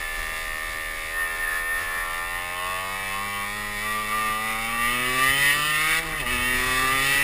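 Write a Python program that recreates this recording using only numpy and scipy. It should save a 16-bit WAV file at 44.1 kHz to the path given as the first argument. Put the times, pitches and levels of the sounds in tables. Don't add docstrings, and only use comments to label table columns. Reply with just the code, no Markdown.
import sys
import numpy as np
from scipy import signal
from scipy.fft import rfft, irfft, next_fast_len
from scipy.io import wavfile
from scipy.ndimage import uniform_filter1d

SR = 44100
rng = np.random.default_rng(int(sys.argv[2]) if len(sys.argv) > 2 else 0)


def store_wav(level_fs):
    pcm = np.round(np.clip(np.atleast_2d(level_fs), -1, 1) * 32767)
    wavfile.write(sys.argv[1], SR, pcm.T.astype(np.int16))


N = 318843
TIME = np.arange(N) / SR
FULL_POWER_HZ = 125

# level_db, loss_db_per_octave below full power
DRONE_HARMONICS = [(-44, 12.5), (-41, 34.5), (-43.5, 35.5)]
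# harmonic_number, level_db
PULSE_HARMONICS = [(4, 6), (5, 3.5), (6, 2.5), (7, 5.5), (8, 4), (9, 5), (10, 3.5), (11, -1.5), (12, -1),
                   (13, -2.5), (14, -3.5), (15, -5.5), (16, 0.5), (17, -5), (18, -2)]
# pitch_hz, gain_db
DRONE_TONE = [(80, -3.5), (100, 0.5), (110, -4), (138, 3), (168, -0.5), (200, 5.5), (250, 2), (275, -1.5),
              (302, -8), (325, -4), (350, -11), (381, 5.5), (450, -6.5), (480, 0.5)]
BUZZ_TONE = [(320, -7), (355, -13), (400, -3), (445, -1), (500, 0), (570, 0), (650, 2), (715, -10),
             (790, 4), (850, 1), (940, -11), (1010, -2), (1100, -22)]
# pitch_hz, width_hz, gain_db
CHAMBER_NOTES = [(1096, 34, 0)]
PIPE_NOTES = [(1185, 40, 9.5), (1250.6, 21, 5.5), (1347, 40, -1.5)]
# firings_per_s, level_db
BUZZ_LEVELS = [(79.5, -44.5), (82.5, -43), (92, -39), (104, -43.5), (111, -37.5), (120, -41), (140, -38.5),
               (152, -45), (165, -40.5)]
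CHAMBER_LEVELS = [(80, -47), (91, -36), (101, -38), (112, -76), (130, -62), (160, -40)]
PIPE_LEVELS = [(79.5, -49.5), (82.5, -42), (93, -46), (103, -43), (108, -34.5), (120, -37), (131, -33),
               (147, -39), (155, -32), (165, -32.5)]
# pitch_hz, reach_hz, swell_db, drop_db
CHAMBER_RESPONSE = (1098, 25, 4.8, 1.3)
PIPE_RESPONSE = (1186, 24.5, 8.1, 8.5)

def exhaust(turns, firing_hz, shut, roughness, gas):
    uneven_turns = turns + .03 * roughness * drift(110)

    def harmonic(k):
        tone = np.sqrt(2) * np.sin(2 * np.pi * (k * uneven_turns + .55 * rng.random()))
        return tone * (1 + .55 * roughness * drift(45))

    octaves_below = np.maximum(np.log2(FULL_POWER_HZ / firing_hz), 0)
    drone = sum(from_db(db - loss_db * octaves_below) * gain_at(DRONE_TONE, k * firing_hz) * harmonic(k)
                for k, (db, loss_db) in enumerate(DRONE_HARMONICS, 1))
    pulse = [(k, from_db(db + 2 * drift(3)) * harmonic(k)) for k, db in PULSE_HARMONICS]
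    silenced = sum(gain_at(BUZZ_TONE, k * firing_hz) * wave for k, wave in pulse)
    buzz = from_db(at_speed(BUZZ_LEVELS, firing_hz)) * steady(silenced, .19)
    flow = sum(wave for _, wave in pulse) + from_db(46) * gas
    chamber = ringing(flow, CHAMBER_NOTES, CHAMBER_LEVELS, CHAMBER_RESPONSE, firing_hz, shut)
    pipe = ringing(flow, PIPE_NOTES, PIPE_LEVELS, PIPE_RESPONSE, firing_hz, shut)
    return drone + buzz + chamber + pipe


# time_s, level_db
PISTON_SLAP = [(0, -1), (1.0, -2.5), (1.3, -5), (2.3, -2), (3.0, -1.5), (4.7, -7), (5.4, -6), (6.0, -1.5),
               (6.4, -19), (7.23, -4)]
# share_of_turn, level_db
LATER_KNOCKS = [(0.219, -8), (0.508, -6), (0.768, -4), (0.902, -5.5)]
# pitch_hz, width_hz, gain_db
FIN_NOTES = [(1762, 91, -3.5), (1823, 25.5, 7.5), (1826, 30, -10)]
CYLINDER_NOTES = [(1875, 70, -3), (2005, 85, 1), (2050, 400, -9), (2130, 90, -8), (2305, 130, -9)]
COVER_NOTES = [(2550, 140, 0), (2710, 130, -1.5), (2860, 160, -4), (3150, 200, -9)]
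SIZZLE_NOTES = [(3150, 526, 2.5), (3538, 340, 4.5), (3980, 170, -0.5), (4270, 220, -7), (4656, 230, -1),
                (5456, 190, -9.5)]
# firings_per_s, level_db
FIN_LEVELS = [(80, -39), (82.5, -31.5), (87, -39), (102, -42), (116, -53), (125, -33.5), (135, -33),
              (149, -31.5), (157, -33)]
CYLINDER_LEVELS = [(80, -45), (100, -37), (112, -34.5), (122, -32), (133, -30.5), (141, -25), (149, -32.5),
                   (157, -28.5), (165, -25.5)]
COVER_LEVELS = [(79.5, -42.5), (84, -42.5), (91, -36), (103, -40), (123, -31), (128, -32), (143, -27),
                (160, -30.5)]
SIZZLE_LEVELS = [(80, -43.5), (85, -44.5), (100, -41.5), (116, -41), (136, -32.5), (160, -32)]
# pitch_hz, reach_hz, swell_db, drop_db
FIN_RESPONSE = (1820, 20, 4.75, 6.6)
CYLINDER_RESPONSE = (2020, 64, 6.3, 8)
COVER_RESPONSE = (2715, 42, 1, 10.2)
SIZZLE_RESPONSE = (5300, 27, 1.1, 10.2)

def rattle(turns, firing_hz, shut, roughness, gas, gear_engages_s=6.205):
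    slap_db, = over_time(PISTON_SLAP)
    shaking = gas + from_db(slap_db) * clicks(turns, 0, roughness)
    for share_of_turn, db in LATER_KNOCKS:
        shaking += from_db(db) * clicks(turns, share_of_turn, roughness)
    jolt_db = 7.5 * bump(gear_engages_s, .016)
    fins = ringing(shaking, FIN_NOTES, FIN_LEVELS, FIN_RESPONSE, firing_hz, shut)
    cylinder = ringing(shaking, CYLINDER_NOTES, CYLINDER_LEVELS, CYLINDER_RESPONSE, firing_hz, shut)
    covers = ringing(shaking, COVER_NOTES, COVER_LEVELS, COVER_RESPONSE, firing_hz, shut)
    sizzle = ringing(shaking, SIZZLE_NOTES, SIZZLE_LEVELS, SIZZLE_RESPONSE, firing_hz, shut)
    return fins + cylinder + from_db(jolt_db) * (covers + sizzle)


def clicks(turns, share_of_turn, roughness):
    wandering_turns = turns + (.002 + .014 * share_of_turn) * drift(6)
    when_s = np.interp(np.arange(int(turns[-1])) + share_of_turn, wandering_turns, TIME)
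    time_scatter, force_scatter = rng.standard_normal((len(when_s), 2)).T * np.interp(when_s, TIME, roughness)
    position = np.clip((when_s + .00012 * time_scatter) * SR, 0, N - 2)
    force = from_db(7 * force_scatter + 1.5 * np.interp(when_s, TIME, drift(7)))
    sample = position.astype(int)
    spill = position - sample
    return np.bincount(sample, force * (1 - spill), N) + np.bincount(sample + 1, force * spill, N)


def ringing(shaking, notes, levels, response, firing_hz, shut, waver_db=1.2):
    pitch_hz, reach_hz, swell_db, drop_db = response
    miss_hz = pitch_hz - np.round(pitch_hz / firing_hz) * firing_hz
    level_db = at_speed(levels, firing_hz) + swell_db / (1 + (miss_hz / reach_hz) ** 2) - drop_db * shut
    lowest_hz = notes[0][0]
    bass_cut = signal.butter(6, .92 * lowest_hz, "high", fs=SR, output="sos")
    ring = signal.sosfilt(bass_cut, resonate(shaking, notes))
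    return steady(ring, .035) * from_db(level_db + waver_db * drift(14))


# firings_per_s, level_db
BARK_LEVELS = [(80, -36.5), (83, -38.5), (88, -39), (93, -48), (101, -60)]

def bark(turns, firing_hz, roughness, pitch_hz=2080, width_hz=620):
    port = [(pitch_hz, width_hz, 0)]
    openings = clicks(turns, .3, roughness)
    bursts = resonate(resonate(openings, port), port)
    return from_db(at_speed(BARK_LEVELS, firing_hz)) * steady(bursts, .06)


# time_s, level_db
BUFFET_LEVELS = [(0, -38), (1.8, -39), (3.3, -43), (5, -39), (5.8, -42), (6.2, -37), (6.35, -31),
                 (7.23, -36)]
RUSH_LEVELS = [(0, -52), (2, -53), (3.5, -52), (4.7, -49), (5.3, -44), (5.9, -45), (6.2, -44), (6.4, -41),
               (7.23, -42)]
# peak_s, half_width_s, level_db
WIND_GUSTS = [(.75, .025, -45), (5.31, .022, -34), (6.35, .07, -36), (6.6, .15, -41)]
# pitch_hz, gain_db
BUFFET_TONE = [(12, -16), (22, 2), (30, 1), (42, -3), (55, -19), (80, -18), (130, -31.5), (300, -31)]
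RUSH_TONE = [(40, -43), (80, 14), (150, 11.5), (230, 9.5), (350, 11), (650, 4.5), (950, 4), (1500, 14.5),
             (2500, -21), (5500, -58)]
GUST_TONE = [(25, -13), (55, 10), (110, -6), (200, -23.5), (400, -38), (1000, -53)]

def wind(lumps_db=2, flutter_db=3.2):
    buffet_db = over_time(BUFFET_LEVELS)[0] + lumps_db * drift(10)
    buffet = from_db(buffet_db) * steady(noise(BUFFET_TONE), .056)
    rush_db = over_time(RUSH_LEVELS)[0] + flutter_db * drift(37)
    rush = from_db(rush_db) * noise(RUSH_TONE)
    gust_gain = sum(from_db(db) * bump(peak_s, half_width_s) for peak_s, half_width_s, db in WIND_GUSTS)
    return buffet + rush + gust_gain * steady(noise(GUST_TONE), .024)


def from_db(db):
    return 10 ** (np.asarray(db) / 20)


def unit_power(x):
    return x / np.sqrt(np.mean(x ** 2) + 1e-20)


def over_time(rows):
    times_s, *columns = np.transpose(rows)
    return [np.interp(TIME, times_s, column) for column in columns]


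def at_speed(levels, firing_hz):
    return np.interp(firing_hz, *np.transpose(levels))


def gain_at(tone, hz):
    pitch_hz, gain_db = np.transpose(tone)
    return from_db(np.interp(np.log(hz + 1e-9), np.log(pitch_hz), gain_db))


def bump(peak_s, half_width_s):
    return np.exp(-((TIME - peak_s) / half_width_s) ** 2)


def noise(tone):
    size = next_fast_len(N)
    spectrum = rfft(rng.standard_normal(size)) * gain_at(tone, np.fft.rfftfreq(size, 1 / SR))
    return unit_power(irfft(spectrum, size)[:N])


def drift(changes_per_s):
    points = rng.standard_normal(4000)
    return unit_power(np.interp(TIME * changes_per_s, np.arange(len(points)), points))


def steady(x, seconds):
    size = max(int(seconds * SR), 2)
    power = uniform_filter1d(uniform_filter1d(x * x, size), size)
    return x / np.sqrt(np.abs(power) + 1e-12)


def resonate(x, notes):
    out = 0
    for k, (pitch_hz, width_hz, db) in enumerate(notes):
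        decay = np.exp(-np.pi * width_hz / SR)
        gain = (1 - decay ** 2) / 2
        feedback = [1, -2 * decay * np.cos(2 * np.pi * pitch_hz / SR), decay ** 2]
        out = out + (-1) ** k * from_db(db) * signal.lfilter([gain, 0, -gain], feedback, x)
    return out


# time_s, firings_per_s
ENGINE_SPEED = [(0.0, 79.6), (0.22, 79.2), (0.42, 80.3), (0.5, 78.6), (0.95, 80.3), (1.01, 79.3),
                (1.19, 82.9), (1.33, 81.5), (1.53, 82.8), (1.61, 82.3), (2.01, 84.0), (2.56, 89.2),
                (2.98, 95.9), (3.04, 95.7), (3.26, 100.7), (3.42, 100.8), (3.6, 104.1), (3.79, 102.8),
                (3.83, 105.7), (3.99, 107.5), (4.07, 105.0), (4.15, 107.9), (4.35, 108.6), (4.65, 112.9),
                (4.71, 115.7), (4.79, 116.8), (5.19, 130.3), (5.38, 139.2), (5.66, 150.6), (5.76, 152.9),
                (6.02, 164.1), (6.18, 154.9), (6.24, 125.0), (6.26, 119.4), (6.32, 124.7), (6.38, 122.4),
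                (6.99, 134.1), (7.23, 141.5)]
SHUT_S, OPEN_S, RAMP_S = 6.0, 6.26, .017

def scene():
    firing_hz = over_time(ENGINE_SPEED)[0] * (1 + .002 * drift(16))
    shut = np.clip(np.minimum(TIME - SHUT_S, OPEN_S - TIME) / RAMP_S + .5, 0, 1)
    octaves = np.log2(firing_hz / FULL_POWER_HZ)
    roughness = .19 + .14 * octaves + .27 * shut
    hiss_db = -10 + 2.5 * octaves + 9 * shut
    turns = np.cumsum(firing_hz) / SR
    port_open = unit_power(np.exp(np.cos(2 * np.pi * (turns - .1))))
    gas = from_db(hiss_db) * port_open * rng.standard_normal(N) * np.sqrt(firing_hz / SR)
    engine = exhaust(turns, firing_hz, shut, roughness, gas)
    engine += rattle(turns, firing_hz, shut, roughness, gas)
    engine += bark(turns, firing_hz, roughness)
    return (engine + wind())[None]


def record(dry, hold_hz=12000, cutoff_hz=15350):
    slow = signal.resample_poly(dry, hold_hz, SR, axis=1, window=("kaiser", 5))
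    steps = np.repeat(slow, 4, axis=1)
    held = signal.resample_poly(steps, SR, 4 * hold_hz, axis=1)[:, :N]
    return signal.sosfilt(signal.ellip(12, .2, 80, cutoff_hz, fs=SR, output="sos"), held)


dry = scene()
out = record(dry)
store_wav(out)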